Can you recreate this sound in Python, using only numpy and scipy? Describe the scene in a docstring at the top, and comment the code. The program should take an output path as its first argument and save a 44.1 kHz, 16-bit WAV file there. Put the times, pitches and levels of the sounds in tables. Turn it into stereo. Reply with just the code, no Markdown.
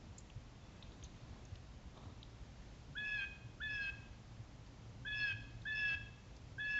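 """A jay screams twice far off, then five times close by, in the trees around a clearing where two deer feed.
The two sides of its syrinx sing near a 2:3 ratio and slip against each other, which makes the harsh
edge; the forest echoes each call. Twigs and dry litter snap under the deer and their hooves scuff.
Behind them lie soft thuds, a low outdoor rumble, a quiet hiss and a distant drone.
The microphone is a trail camera's: mono, on the left channel only."""
import sys
import numpy as np
from scipy import signal
from scipy.fft import rfft, irfft
from scipy.io import wavfile

SR = 44100
rng = np.random.default_rng(int(sys.argv[2]) if len(sys.argv) > 2 else 0)


def output_pcm(signal):
    """Save a mono or channel-first signal as 16-bit PCM at the path in sys.argv[1].

    Samples are clipped to [-1, 1] before scaling.
    """
    pcm = np.clip(np.atleast_2d(signal).T, -1, 1) * 32767
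    wavfile.write(sys.argv[1], SR, np.round(pcm).astype(np.int16))


N = 299439
TIME = np.arange(N) / SR

# The jay in the trees: two calls far from the microphone, then five near; levels are for the held part.
# start_s, length_s, low_hz, scoop_hz, slide_hz_per_s, sag_hz, high_hz, high_sag_hz,
# low_db, swell_db, high_db, octave_db, shrill_db, flare_db, flare_s (after the start)
JAY_CALLS = [ (0.588, 0.3, 1773, 100, 510, 29, 2615, 25, -88, 2, -79, -83, -100, -100, .2),
             (1.301, 0.3, 1710, 101, 320, 15, 2600, 25, -83, 0, -83, -87, -100, -100, 0.18),
             (2.951, 0.2986, 1695, 250, 6.4, 109, 2579, 76, -45.5, 3, -46, -56.5, -71.5, -71.5, 0.24),
             (3.601, 0.3, 1753, 343.6, 500, 16.6, 2601, 33.6, -45, 1.5, -47.5, -58.5, -66, -61.5, 0.24),
             (5.048, 0.28, 1707, 150.5, 140, 91, 2614, 65, -45, 6.5, -44.5, -54, -62.5, -56, .18),
             (5.652, 0.3, 1751, 139.7, 330, 15, 2639, 2.5, -43, 4.5, -44.5, -54.5, -60.5, -63.5, 0.25),
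             (6.58, 0.39, 1710, 115.6, 80, 125, 2641, 40, -42.5, 5, -45.5, -60, -65.5, -69, 0.21), ]


def jay_call(start_s, length_s, low_hz, scoop_hz, slide_hz_per_s, sag_hz, high_hz, high_sag_hz,
             low_db, swell_db, high_db, octave_db, shrill_db, flare_db, flare_s,
             attack_s=.005, release_s=.0038, grow_s=.13, flat_hz=69.4, scoop_db_per_hz=-.0134):
    """One scream: the low voice scoops up, the high one grows in, and both sag as the breath runs out."""
    t = np.arange(0, length_s + 5 * release_s, 1 / SR)
    scoop = 1 - step(t, at_s=.0135, width_s=.0025)
    sag = step(t, at_s=.232, width_s=.012)
    weak = np.maximum(1 - t / grow_s, 0)  # the high voice starts soft and flat
    swell = bump(t, at_s=.201, width_s=.033)  # the low voice swells while the high one yields
    low_stop_db = -20 / np.log(10) * np.maximum(t - length_s + .008, 0) / release_s  # stops 8 ms early
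    ring_db = -13.5 * scoop + 4.5 * bump(t, at_s=.036, width_s=.018)  # the octave rings after the scoop
    # the shrill overtones open once the high voice is strong, flash, and flash again as the pitch sags
    shut = 1 - step(t, at_s=.096, width_s=.0058)
    open_db = -21.5 * shut - 6.5 * sag
    open_db += 5 * bump(t, at_s=.14, width_s=.015) + 6.5 * bump(t, at_s=.232, width_s=.015)
    # the sum tone rests below the low voice, with a brief early flash and one later flare
    flash = bump(t, at_s=.077, width_s=.011)
    sum_tone = gain_of(low_db) * (gain_of(-34) * (1 - weak) + gain_of(-26) * flash)
    sum_tone += gain_of(flare_db) * bump(t, at_s=flare_s, width_s=.027)
    sound = syrinx(
        low_hz=low_hz - scoop_hz * scoop - slide_hz_per_s * t - sag_hz * sag,
        high_hz=high_hz - flat_hz * weak - high_sag_hz * sag,
        low_db=low_db + scoop_db_per_hz * scoop_hz * scoop + swell_db * swell - sag + low_stop_db,
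        high_db=high_db - 18 * scoop - 18 * weak - 1.5 * swell + 2.5 * sag,
        octave_db=octave_db + ring_db,
        shrill_db=shrill_db + open_db,
        sum_db=20 * np.log10(sum_tone + 1e-12))
    envelope = np.minimum(t / attack_s, 1) * np.exp(-np.maximum(t - length_s, 0) / release_s)
    return start_s, sound * envelope


# Side tones where the two voices clash, strongest in the near calls: low_multiple, high_multiple
SIDE_TONES = [(-3, 3), (-4, 3), (-1, 1), (-1, 2), (-2, 3), (4, -1), (4, -2), (-2, 2), (6, -3)]
# Each side tone against the high voice at full strain: level_db
SIDE_TONE_DB = [-20.5, -29.5, -30.5, -24, -28, -36, -28, -25, -29.5]
# Shrill overtones at the top of the scream: low_multiple, high_multiple
SHRILL_TONES = [(0, 2), (3, 0), (2, 1)]
# Each overtone against the call's shrill level: level_db
SHRILL_TONE_DB = [-4, -7, -22]


def syrinx(low_hz, high_hz, low_db, high_db, octave_db, shrill_db, sum_db,
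           full_strain_db=-44, coupling=.49, lock_hz=140, flutter_db=3.5):
    """Two coupled whistles with sum and difference tones; a louder high voice makes a rougher call."""
    size = len(low_hz)

    def wobble(width_hz):
        """A random quiver of rms 1."""
        return band(size, 0, width_hz)

    strain = np.minimum(gain_of(high_db - full_strain_db), 1)  # 0 smooth, 1 harsh
    mistuning_hz = 2 * high_hz - 3 * low_hz  # zero at a 2:3 ratio
    pull = np.sqrt(strain) * coupling / (1 + (mistuning_hz / lock_hz) ** 2)
    low = membrane(low_hz, jitter=.0045, jitter_hz=240)
    high = membrane(high_hz, jitter=.005 + .02 * pull, jitter_hz=200)
    slip = 2 * high - 3 * low  # this phase turns whenever the voices leave that ratio
    voices = gain_of(low_db) * np.sin(low) * (1 + .07 * wobble(160))
    # the pull splits the high voice and shakes the overtones
    split = np.sin(high) * (1 + .13 * wobble(140)) + pull * np.sin(high - slip + .6 * wobble(80))
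    voices += gain_of(high_db) * split
    octave_gain = gain_of(octave_db + flutter_db * wobble(130))
    voices += octave_gain * np.sin(2 * low + pull * (np.sin(slip) + wobble(200)))
    voices += gain_of(sum_db + flutter_db * wobble(90)) * np.sin(low + high)
    for (a, b), db in zip(SIDE_TONES, SIDE_TONE_DB):
        voices += strain * gain_of(high_db + db) * np.sin(a * low + b * high)
    for (a, b), db in zip(SHRILL_TONES, SHRILL_TONE_DB):
        shrill_gain = gain_of(shrill_db + db + flutter_db * wobble(110))
        voices += shrill_gain * np.sin(a * low + b * high + 2 * pull * wobble(240))
    rasp = gain_of(high_db - 34) * band(size, hz=1900, width_hz=1400)  # air rushing through the throat
    rasp += gain_of(high_db - 30) * band(size, hz=800, width_hz=340)  # a hoarse undertone
    rasp += gain_of(high_db - 33) * band(size, hz=6200, width_hz=900)  # a faint fizz on top
    return np.sqrt(2) * voices + rasp


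def membrane(hz, jitter, jitter_hz):
    """Phase of one side of the syrinx, whose pitch trembles."""
    trembling_hz = hz * (1 + jitter * band(len(hz), 0, jitter_hz))
    return 2 * np.pi * np.cumsum(trembling_hz) / SR


# Twigs and dry litter under the deer in the clearing: start_s, level_db, centre_hz, width_hz, t60_s
TWIG_SNAPS = [(0.181, -46, 7050, 900, 0.041), (.186, -61.5, 4530, 1200, .04), (.3, -48.5, 2970, 700, 0.019),
              (0.825, -45.5, 3600, 1000, 0.027), (.919, -60, 3880, 1000, 0.054),
              (1.027, -45.5, 3500, 1100, 0.015), (1.037, -48, 6400, 700, 0.04),
              (1.042, -59, 3840, 1200, 0.12), (1.452, -51, 6350, 1100, 0.018),
              (1.555, -47, 3260, 1700, 0.015), (2.229, -40, 3660, 747, 0.015),
              (4.662, -64.5, 4200, 2000, 0.046), (5.618, -55, 3750, 1300, 0.027),
              (6.364, -55.5, 4730, 3500, 0.027)]


def twig_snap(start_s, level_db, centre_hz, width_hz, t60_s, rise_s=.0013):
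    """A short burst of breaking fibres in one woody resonance."""
    t = np.arange(SR // 6) / SR
    envelope = gain_of(-60 * t / t60_s) * (1 - np.exp(-t / rise_s))
    burst = band(len(t), centre_hz, width_hz) * envelope
    return start_s, gain_of(level_db) * burst * np.linalg.norm(envelope) / np.linalg.norm(burst)


# Hooves on the floor of the clearing, before the near calls: time_s, level_db
SCUFF_LEVELS = [(1.1, -82), (1.33, -64), (1.5, -76), (1.9, -90), (1.975, -56.5), (2.03, -61.5), (2.1, -63),
                (2.18, -72), (2.4, -95)]
# The colour of the scuffing at the microphone: frequency_hz, density_db
SCUFF_SPECTRUM = [(120, -7.5), (230, 12), (350, 4), (700, -2), (1100, -0.5), (1600, -11.5), (2700, -23),
                  (3700, -7.5), (4600, -24.5), (8000, -30.5)]


def hoof_scuff(grain_db=3):
    """Hooves dragged through grainy ground: noise whose level flickers."""
    flicker_db = grain_db * band(N, 0, width_hz=150)
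    level_db = np.interp(TIME, *np.transpose(SCUFF_LEVELS))
    return coloured(SCUFF_SPECTRUM) * gain_of(level_db + flicker_db)


# Soft low thuds at the microphone, without echo: middle_s, level_db, pitch_hz
LOW_THUDS = [(.103, -47, 95.6), (.368, -44.5, 111.6), (1.042, -45.5, 70), (1.322, -46.5, 84.4),
             (1.532, -42.5, 88), (1.876, -48, 70), (2.075, -45, 90.4), (2.911, -49, 134), (3.459, -46, 121),
             (3.93, -45, 66.7), (4.41, -46, 115), (5.335, -46, 108), (5.96, -46, 78.2), (6.446, -52.5, 93)]


def thud(middle_s, level_db, pitch_hz, length_s=.0561):
    """A few soft cycles of low pressure."""
    t = np.arange(0, length_s, 1 / SR)
    envelope = np.sin(np.pi * t / length_s) ** 2
    tone = np.sin(2 * np.pi * (pitch_hz * t + rng.random()))
    return middle_s - length_s / 2, gain_of(level_db) * envelope * tone


# How long the surrounding forest rings: frequency_hz, t60_s
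FOREST_DECAY = [(500, 0.33), (1700, 0.72), (2600, 0.74), (4000, 1), (7000, 0.42)]
# Echoes off trunks and the edge of the clearing, nearest first: delay_s, level_db
TRUNK_ECHOES = [(.009, -24.5), (.021, -13), (0.045, -33), (.083, -25), (.112, -22.5)]


def forest_echo(sound, scatter_db=-16, build_s=.025, taps_per_s=2000):
    """A diffuse tail scattered by the trees, and a few distinct echoes, each up to 3% late."""
    taps = rng.standard_normal(SR) * (rng.random(SR) < taps_per_s / SR)
    hz, t, spectrum = signal.stft(taps, SR, nperseg=256)
    decay = gain_of(-60 * t / read(FOREST_DECAY, hz)[:, None])
    build = 1 - np.exp(-t / build_s)
    tail = signal.istft(spectrum * decay * build, SR, nperseg=256)[1]
    tail *= gain_of(scatter_db) / np.linalg.norm(tail)
    for delay_s, level_db in TRUNK_ECHOES:
        add(tail, delay_s * rng.uniform(1, 1.03), gain_of([level_db]))
    return signal.fftconvolve(sound, tail)[:N]


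# The open air all around the microphone: frequency_hz, density_db
AIR_SPECTRUM = [(12, -38.5), (20, -10), (54, 2), (87, -4), (120, -2), (157, -7.5), (259, -12), (376, -18.5),
                (559, -20), (617, -20), (896, -22), (1550, -27.5), (2680, -29), (6710, -34.5),
                (7600, -39.5), (9880, -80.5), (16700, -120)]


def outdoor_air(level_db=-56, swell_db=.42):
    """Low rumble and quiet hiss that barely swell."""
    return gain_of(level_db - swell_db * band(N, 0, width_hz=2.6)) * coloured(AIR_SPECTRUM)


# A drone far from the clearing, loudest late in the scene: time_s, level_db
DRONE_LEVELS = [(0, -76.5), (2.5, -67), (4.3, -63), (5.4, -56.5), (6.1, -65), (6.79, -59)]


def far_drone(whine_db=-14):
    """A low hum and a fainter whine above it, each a narrow band of noise."""
    hum = band(N, hz=114, width_hz=12)
    whine = gain_of(whine_db) * band(N, hz=272, width_hz=16)
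    return gain_of(np.interp(TIME, *np.transpose(DRONE_LEVELS))) * (hum + whine)


def gain_of(db):
    """Decibels to amplitude."""
    return 10 ** (np.asarray(db) / 20)


def unit_rms(x):
    """Scales to rms 1."""
    return x / np.sqrt(np.mean(x ** 2) + 1e-20)


def read(points, hz):
    """Reads a table on a log-frequency axis."""
    f, value = np.transpose(points)
    return np.interp(np.log(hz + 1), np.log(f + 1), value)


def add(mix, start_s, sound):
    """Mixes a sound in at the given time."""
    part = mix[max(round(start_s * SR), 0):][:len(sound)]
    part += sound[:len(part)]


def coloured(points):
    """Noise with the given spectrum, rms 1."""
    shape = gain_of(read(points, np.fft.rfftfreq(N, 1 / SR)))
    return unit_rms(irfft(rfft(rng.standard_normal(N)) * shape, N))


def band(size, hz, width_hz):
    """Noise in one steep-sided resonance, rms 1; around 0 Hz it is a slow wobble."""
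    detuning = 2 * (np.fft.rfftfreq(size, 1 / SR) - hz) / width_hz
    return unit_rms(irfft(rfft(rng.standard_normal(size)) / (1 + detuning ** 2), size))


def step(t, at_s, width_s):
    """A smooth rise from 0 to 1 around the given time."""
    return .5 + .5 * np.tanh((t - at_s) / (2 * width_s))


def bump(t, at_s, width_s):
    """A smooth hump of height 1 around the given time."""
    return np.exp(-((t - at_s) / width_s) ** 2)


def scene(mic_gain=2):
    """The jay in the trees, deer on the ground and the air around them, all at one microphone."""
    jay, twigs, thuds = np.zeros((3, N))
    for row in JAY_CALLS:
        add(jay, *jay_call(*row))
    for row in TWIG_SNAPS:
        add(twigs, *twig_snap(*row))
    for row in LOW_THUDS:
        add(thuds, *thud(*row))
    echoes = forest_echo(jay + gain_of(-2.5) * twigs)
    mono = jay + twigs + echoes + thuds + hoof_scuff() + outdoor_air() + far_drone()
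    return np.array([mic_gain * mono, np.zeros(N)])  # the microphone feeds only the left channel


def record(dry):
    """The trail camera's narrow band: a steep cut of the high treble."""
    edge_hz = 7800
    lowpass = signal.firwin(401, edge_hz, window=("kaiser", 8), fs=SR)
    return signal.oaconvolve(dry, lowpass[None], "same")


dry = scene()
out = record(dry)
output_pcm(out)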